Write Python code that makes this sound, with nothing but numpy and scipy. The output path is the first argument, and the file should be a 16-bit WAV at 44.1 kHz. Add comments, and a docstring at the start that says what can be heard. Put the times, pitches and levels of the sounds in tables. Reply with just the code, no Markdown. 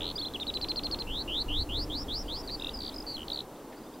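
"""A small bird sings in flight near the microphone, over open grassland: one pure whistle, bent into a rattle,
chips, rising warbles, buzzes and pips. Farther off a second bird answers faintly, blurred by scatter from the
bushes. Wind rumbles on the microphone over a low distant roar and a thin wide hiss. Near 3.41 s the near song
falls silent; at 3.42 s the background drops, and two faint scuffs follow."""
import sys
import numpy as np
from scipy import signal
from scipy.fft import rfft, irfft, next_fast_len
from scipy.io import wavfile
from scipy.ndimage import uniform_filter1d, map_coordinates

SR = 44100
rng = np.random.default_rng(int(sys.argv[2]) if len(sys.argv) > 2 else 0)


def to_wav(s):
    """Save 16-bit WAV."""
    ch = np.atleast_2d(s).T  # columns
    pcm = np.round(np.clip(ch, -1, 1) * 32767)  # PCM
    wavfile.write(sys.argv[1], SR, pcm.astype(np.int16))


N = 176400
TIME = np.arange(N) / SR


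def amp(db):
    """Decibels to gain."""
    return 10 ** (np.asarray(db) / 20)


def unit(x):
    """Scale to rms 1."""
    return x / np.sqrt(np.mean(x ** 2) + 1e-20)


def curves(rows, at):
    """Each column after the first, read at the given places."""
    knots, *columns = np.transpose(rows)
    return [np.interp(at, knots, column) for column in columns]


def wobble(rate, size):
    """A smooth random curve, rate knots a second."""
    knots = rng.standard_normal(int(size * rate / SR) + 4)
    return map_coordinates(knots, [np.arange(size) * rate / SR])


def coloured(x, points):
    """Filter x by a curve of (f/Hz, level/dB) points."""
    size = next_fast_len(N + 8192)
    hz, db = np.transpose(points)
    gain = amp(np.interp(np.log(np.fft.rfftfreq(size, 1 / SR) + 1), np.log(hz + 1), db))
    return irfft(rfft(x, size) * gain, size)[:N]


def noise(points):
    """Coloured noise of rms 1."""
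    return unit(coloured(rng.standard_normal(N), points))


def add(out, start, sound):
    """Mix a sound in at start seconds."""
    part = out[max(0, round(start * SR)):][:len(sound)]
    part += sound[:len(part)]


def wind(lumps_db=1):
    """Gusts buffet the microphone with a lumpy rumble."""
    # Strength of the gusts (t/s, level/dB)
    gusts = [(0, -40), (.3, -49), (1.05, -42.5), (1.13, -37), (1.25, -42.5), (1.56, -38), (1.6, -35),
             (1.68, -43), (1.76, -32.5), (1.88, -38.5), (2.15, -41), (2.75, -46.5), (3.35, -50), (3.5, -60),
             (4, -63)]
    # Spectrum of the buffeting (f/Hz, level/dB)
    colour = [(10, -8), (28, -1), (45, -6), (75, -9), (120, -16), (200, -23.5), (500, -31.5), (1500, -120)]
    rumble = noise(colour) * amp(lumps_db * wobble(17, size=N))
    return amp(curves(gusts, TIME)[0]) * unit(rumble)


def distant_roar(waver_db=0.63):
    """A low, wavering roar far off, with a narrow drone near 300 Hz swelling in it."""
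    # Loudness of the roar and of the drone (t/s, level/dB)
    roar_level = [(0, -44), (3.35, -45), (3.5, -47), (4, -47.5)]
    drone_level = [(0, -50.5), (1, -48.5), (2.1, -48), (2.5, -54.5), (3.1, -45.5), (3.5, -57), (4, -50)]
    # Their spectra (f/Hz, level/dB)
    roar_colour = [(20, -41), (100, -13), (200, -6.5), (255, -4), (335, -4.5), (450, -5.5), (600, -9.5),
                   (900, -11), (1200, -16.5), (1600, -23.5), (2300, -34), (4000, -30.5), (8000, -40)]
    drone_colour = [(150, -40), (265, -12), (296, -3), (325, -14), (550, -55)]
    roar = amp(curves(roar_level, TIME)[0] + waver_db * wobble(11.27, size=N)) * noise(roar_colour)
    drone = amp(curves(drone_level, TIME)[0]) * noise(drone_colour)
    return roar + drone


def hiss(mid_db=-57, drop_at_s=3.425, drop_db=-3.5):
    """Thin microphone hiss, wide in the treble; it steps down at 3.42 s."""
    # Spectrum of the hiss (f/Hz, level/dB)
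    colour = [(100, -35), (2000, 7.5), (5000, 2), (9000, 0.5), (15500, 0)]
    # Stereo width (f/Hz, side over mid/dB)
    width = [(100, -15), (4500, -13.5), (6200, -1), (15000, -0.5)]
    mid, side = noise(colour), coloured(noise(colour), width)
    return np.array([mid + side, mid - side]) * amp(mid_db + drop_db * (TIME > drop_at_s))


def whistle(hz, db, edge_s, flutter_db=0.6, jitter=.003):
    """A bird's voice: a slightly unsteady sine with a faint octave."""
    # Strength of the octave against the fundamental (f/Hz of the octave, level/dB)
    overtone = [(7600, -35), (8500, -29), (9400, -36)]
    n = len(hz)
    t = np.arange(n) / SR
    unsteady_hz = hz * (1 + jitter * wobble(493, size=n))
    phase = 2 * np.pi * np.cumsum(unsteady_hz) / SR
    gate = np.sin(np.pi / 2 * np.clip(np.minimum(t, t[::-1]) / edge_s, 0, 1))
    octave = amp(curves(overtone, 2 * hz)[0]) * np.sin(2 * phase)
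    level = amp(db + flutter_db * wobble(274, size=n))
    return np.sqrt(2) * gate * level * (np.sin(phase) + octave)


def notes(rows, shape):
    """Short whistled notes that share one shape of pitch and loudness."""
    out = np.zeros(N)
    for start, length, hz, bend_hz, db in rows:
        offset, swell_db = curves(shape, np.linspace(0, 1, max(int(length * SR), 16)))
        pitch = hz + bend_hz * uniform_filter1d(offset, size=40)
        add(out, start, whistle(pitch, db + swell_db, edge_s=0.00017))
    return out


def grassland(song, scatter_db, linger_db=-22, ground_db=-21.5):
    """Song reaches the microphone with scatter from the bushes, a faint tail and a ground bounce."""
    scatter_delay_s, ground_delay_s = 0.0052, 0.0092
    t = np.arange(SR // 2) / SR

    def scatter(t60_s):
        tail = rng.standard_normal(len(t)) * amp(-60 * t / t60_s) * (t > scatter_delay_s)
        return signal.fftconvolve(song, tail / np.linalg.norm(tail))[:N]

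    out = song + amp(scatter_db) * scatter(t60_s=0.1) + amp(linger_db) * scatter(t60_s=0.21)
    add(out, ground_delay_s, amp(ground_db) * song)
    return out


def near_bird(arch_s=.0071):
    """The singer close by, nearly dry: runs of short bent notes around its warbles and buzzes."""
    # Course of each kind of note (share of its length, pitch offset/bends, level/dB)
    arch_shape = [(0, -1.15, -28), (.3, -0.15, 0.5), (.5, -0.0054, -2), (.7, -0.35, -1.5), (1, -0.78, -21)]
    slur_shape = [(0, -0.82, -17), (.1, -0.99, 0), (.3, -.55, 0), (.5, 0.094, -1), (.88, -0.011, 1.5),
                  (1, 0.12, -20)]
    chip_shape = [(0, -1.6, -22), (.06, -1, -12), (.1, .1, -1.5), (.15, .5, -2), (.205, .75, -20),
                  (.235, 1.25, -20), (.28, .75, -7), (.34, .35, -2.5), (.48, .04, -1.3), (.66, 0, 0),
                  (.86, .13, 0), (.905, -.45, 1), (.94, -1.2, -9), (1, -1.8, -17)]
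    rise_shape = [(0, -2, -30), (.22, -0.52, 0.5), (.5, 0, 1.5), (.75, 0.03, -7), (1, 1, -37)]
    fall_shape = [(0, 0, -16), (.2, 0, 0), (.45, -.1, 0), (.7, -.5, 0), (.88, -.85, -3), (1, -1, -16)]
    pip_shape = [(0, 0, -15), (.22, -0.13, 1), (.7, -.6, -2), (1, -1.03, -15)]
    # The opening rattle, arches of one length (t/s, f/Hz, bend/Hz, level/dB)
    arches = [(.0056, 3689, 2122, -32.6), (.0173, 3863, 2093, -31.5), (.0294, 3991, 1900, -31),
              (.0412, 4117, 2061, -31.7), (.0529, 4252, 2300, -31.6), (.0646, 4231, 2300, -31.2),
              (.0762, 4364, 2400, -31.5), (.0875, 4394, 2400, -31.7), (.0992, 4401, 2400, -32.6),
              (.1108, 4498, 2600, -34.8)]
    # The other short notes (t/s, length/s, f/Hz, bend/Hz, level/dB)
    slurs = [(0.1778, 0.033, 4330, 960, -35), (0.2104, 0.037, 4136, 835, -36),
             (0.2458, 0.034, 4075, 790, -36.5)]
    chips = [(0.3962, 0.0403, 3616, 847, -33.9), (0.4655, 0.0411, 3817, 807, -32.0),
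             (0.5366, 0.0399, 3979, 995, -32.1), (0.6101, 0.0399, 4046, 1145, -31.9),
             (0.6826, 0.0391, 4097, 1152, -30.7), (0.7567, 0.0408, 4124, 1046, -31.8),
             (0.8319, 0.0411, 4157, 1019, -31.9), (0.9092, 0.0409, 4215, 1048, -31.7),
             (0.9858, 0.0401, 4103, 1063, -34.9)]
    rises = [(.1524, .028, 4920, 400, -36), (0.2825, 0.008, 3600, 500, -42.0),
             (.3365, .005, 4050, 700, -39), (2.5961, 0.0086, 3825, 569, -37.0),
             (2.62, 0.0084, 3829, 687, -33.7), (2.644, 0.0082, 3796, 604, -31.6),
             (2.6679, 0.0084, 3840, 585, -31.8), (2.6909, 0.0079, 3885, 798, -32.7),
             (3.3296, 0.0116, 4503, 266, -33.3), (3.3425, 0.0115, 4463, 674, -35.4),
             (3.3574, 0.0095, 4303, 799, -33.6), (3.3725, 0.0091, 4161, 865, -33.4),
             (3.3879, 0.0086, 4064, 760, -32.6), (3.4035, 0.0083, 4062, 894, -32.9)]
    falls = [(.342, .025, 3380, 800, -35), (2.8025, .009, 4680, 1150, -37),
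             (2.8165, .0095, 4700, 1300, -38), (2.8305, .0105, 4750, 1500, -38),
             (2.845, .0105, 4700, 1500, -38), (2.8595, .0105, 4700, 1550, -37),
             (2.874, .0108, 4700, 1600, -37), (2.8888, .0105, 4650, 1600, -38),
             (3.2812, .0045, 4460, 1600, -35.5), (3.3003, .0055, 4150, 1100, -32.5),
             (3.3167, .0081, 3983, 354, -30.1)]
    pips = [(2.6115, 0.0075, 2650, -200, -44.5), (2.6345, 0.0081, 2650, -200, -42.4),
            (2.657, 0.0102, 2650, -200, -43.7), (2.6816, 0.0082, 2650, -200, -42.4),
            (2.7349, 0.0348, 5195, 618, -40.0), (2.7685, 0.0128, 5094, 280, -41.7),
            (2.7881, 0.0088, 4830, 186, -38.6), (2.9414, 0.0083, 5083, 60, -41.7),
            (2.9601, 0.0112, 5168, 367, -38.7), (2.9816, 0.0103, 5097, 239, -39.1),
            (3.0018, 0.0116, 5097, 204, -39.2), (3.0232, 0.0069, 5137, 468, -44.3),
            (3.1383, 0.0294, 4432, 601, -36.9), (3.1671, 0.0045, 3405, 323, -37.0),
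            (3.1801, 0.0047, 3128, 84, -37.8), (3.1929, 0.0042, 3022, 1, -39.7),
            (3.2055, 0.0042, 3033, 0, -37.5), (3.2178, 0.0048, 3065, 40, -36.7),
            (3.2301, 0.0049, 2997, 0, -37.4)]
    rattle = [(start, arch_s, *rest) for start, *rest in arches]
    kinds = [(rattle, arch_shape), (slurs, slur_shape), (chips, chip_shape),
             (rises, rise_shape), (falls, fall_shape), (pips, pip_shape)]
    song = sum(notes(rows, shape) for rows, shape in kinds) + warbles() + buzzes()
    return grassland(song, scatter_db=-20)


def far_bird():
    """Faint whistled glides from farther off, blurred by scatter."""
    # The answering notes (t/s, length/s, f/Hz, bend/Hz, level/dB)
    glides = [(.3, 0.019, 3800, 500, -60), (.376, 0.028, 3430, 500, -68), (2.04, 0.014, 4000, 518, -62),
              (2.23, 0.09, 4620, -150, -64), (2.245, .04, 2740, -150, -65), (2.36, 0.021, 3670, 652, -55),
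              (2.432, 0.023, 4950, 396, -54.5), (2.57, 0.084, 4850, -300, -62),
              (2.67, 0.14, 4500, -250, -64), (2.703, 0.035, 2685, -650, -61),
              (2.914, 0.037, 4420, 1200, -55.5), (3.555, 0.014, 3770, 350, -66),
              (3.768, 0.024, 5020, 495, -63.5), (3.835, 0.013, 5000, 250, -62),
              (3.862, 0.018, 3750, 400, -64), (3.926, 0.027, 4030, 854, -65),
              (3.938, 0.014, 4950, 150, -61.5)]
    # Course of a glide (share of its length, pitch offset/bends, level/dB)
    glide_shape = [(0, -1.046, 0), (.5, -.4, 3), (1, -0.068, -7)]
    return grassland(notes(glides, glide_shape), scatter_db=-5)


def glide(values, progress):
    """A smooth curve through evenly spaced values, read at progress 0 to 1."""
    knots = np.linspace(0, 1, len(values))
    return np.polyval(np.polyfit(knots, values, len(values) - 1), progress)


def warbles():
    """Upward slides: a raspy start opens into fast vibrato, louder at the throat's resonance."""
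    # Slides (t/s, length/s, f/Hz at start, 1/3, 2/3 and end, level/dB at start, middle and end)
    slides = [(1.067, 0.16, 2670, 3100, 3760, 4360, -41, -36.7, -36.5),
              (1.276, 0.152, 2830, 3070, 3700, 4410, -34.8, -32.1, -32.3),
              (1.482, 0.152, 2880, 3120, 3830, 4390, -35.5, -32.6, -34.9),
              (1.688, 0.16, 2780, 3360, 4320, 5260, -38.2, -34.5, -39.7),
              (1.897, 0.142, 3240, 3850, 4990, 5350, -40, -36.8, -40.7),
              (2.081, 0.15, 3310, 3960, 5200, 5300, -41.9, -34.4, -40.6),
              (2.279, 0.143, 3050, 3880, 4900, 5340, -40.9, -38.2, -44.6)]
    # Resonance of the throat (f/Hz, level/dB)
    throat = [(2400, -9.5), (2900, -3.5), (3500, 0), (4600, 0), (5200, -2), (5800, -9)]
    vibrato_hz, vibrato_depth, vibrato_onset_s = 85, .063, 0.02
    rasp_hz, rasp_depth, rasp_fade_s = 301, 0.35, 0.037
    out = np.zeros(N)
    for start, length, *course in slides:
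        pitches, levels = course[:4], course[4:]
        t = np.arange(int(length * SR)) / SR
        vibrato = np.cos(2 * np.pi * vibrato_hz * t) * np.minimum(t / vibrato_onset_s, 1)
        rasp = rasp_depth * np.exp(-(t / rasp_fade_s) ** 2) * np.sin(2 * np.pi * rasp_hz * t)
        hz = glide(pitches, t / length) * (1 + vibrato_depth * vibrato)
        db = glide(levels, t / length) + curves(throat, hz)[0]
        add(out, start, (1 + rasp) * whistle(hz, db, edge_s=0.0063))
    return out


def thumps():
    """Single eddies hit the microphone: a quick suck and push."""
    # Eddies in the gusts (t/s, half width/s, level/dB)
    eddies = [(1.11, .005, -31), (1.596, .004, -23)]
    out = np.zeros(N)
    for centre, half_width, db in eddies:
        passage = (TIME - centre) / half_width
        out += amp(db) * passage * np.exp(-passage ** 2 / 2)
    return out


def buzzes(pulse_hz=143, shake_hz=256):
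    """The near bird's fast pulses run together into a shaking tone."""
    # Two buzzes, a list of points for each (t/s, f/Hz, level/dB, pulsing depth/dB)
    courses = [
        [(2.474, 4550, -37, 18), (2.492, 3710, -38.5, 26), (2.505, 4100, -37.5, 13), (2.52, 4660, -38, 7),
         (2.552, 4540, -33.5, 7), (2.561, 4630, -46, 5)],
        [(3.065, 4520, -41, 12), (3.076, 4437, -36.5, 13), (3.1, 4500, -37, 4), (3.122, 4534, -38, 8),
         (3.137, 4320, -43, 6)],
    ]
    out = np.zeros(N)
    for rows in courses:
        t = np.arange(rows[0][0], rows[-1][0], 1 / SR)
        hz, db, pulsing_db = curves(rows, t)
        gap = np.cos(np.pi * pulse_hz * (t - t[0])) ** 4  # pitch and level dip between pulses
        pitch = hz + shake_hz * (.5 - 2 * gap)
        add(out, t[0], whistle(pitch, db - pulsing_db * gap, edge_s=0.00315))
    return out


def gritty_puffs():
    """Brief puffs of gritty noise: the rasp in the near bird's first buzz, then two faint scuffs."""
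    # The buzz's rasp and the two scuffs (t/s, length/s, level/dB)
    puffs = [(2.485, 0.026, -51), (3.716, 0.029, -55.5), (3.74, .015, -58)]
    # Spectrum of the grit (f/Hz, level/dB)
    colour = [(600, -27), (1800, 2), (4000, -7), (8000, -25)]
    envelope = np.zeros(N)
    for start, length, db in puffs:
        add(envelope, start, amp(db) * np.hanning(int(length * SR)))
    return envelope * noise(colour)


def scene():
    """Birds, wind, roar and gritty puffs in the centre, hiss around them."""
    return near_bird() + far_bird() + wind() + distant_roar() + thumps() + gritty_puffs() + hiss()


def record(dry):
    """The recorder keeps nothing above its band limit."""
    top_hz = 15800
    size = next_fast_len(N + 8192)
    passband = np.fft.rfftfreq(size, 1 / SR) < top_hz
    return irfft(rfft(dry, size) * passband, size)[:, :N]


dry = scene()
out = record(dry)
to_wav(out)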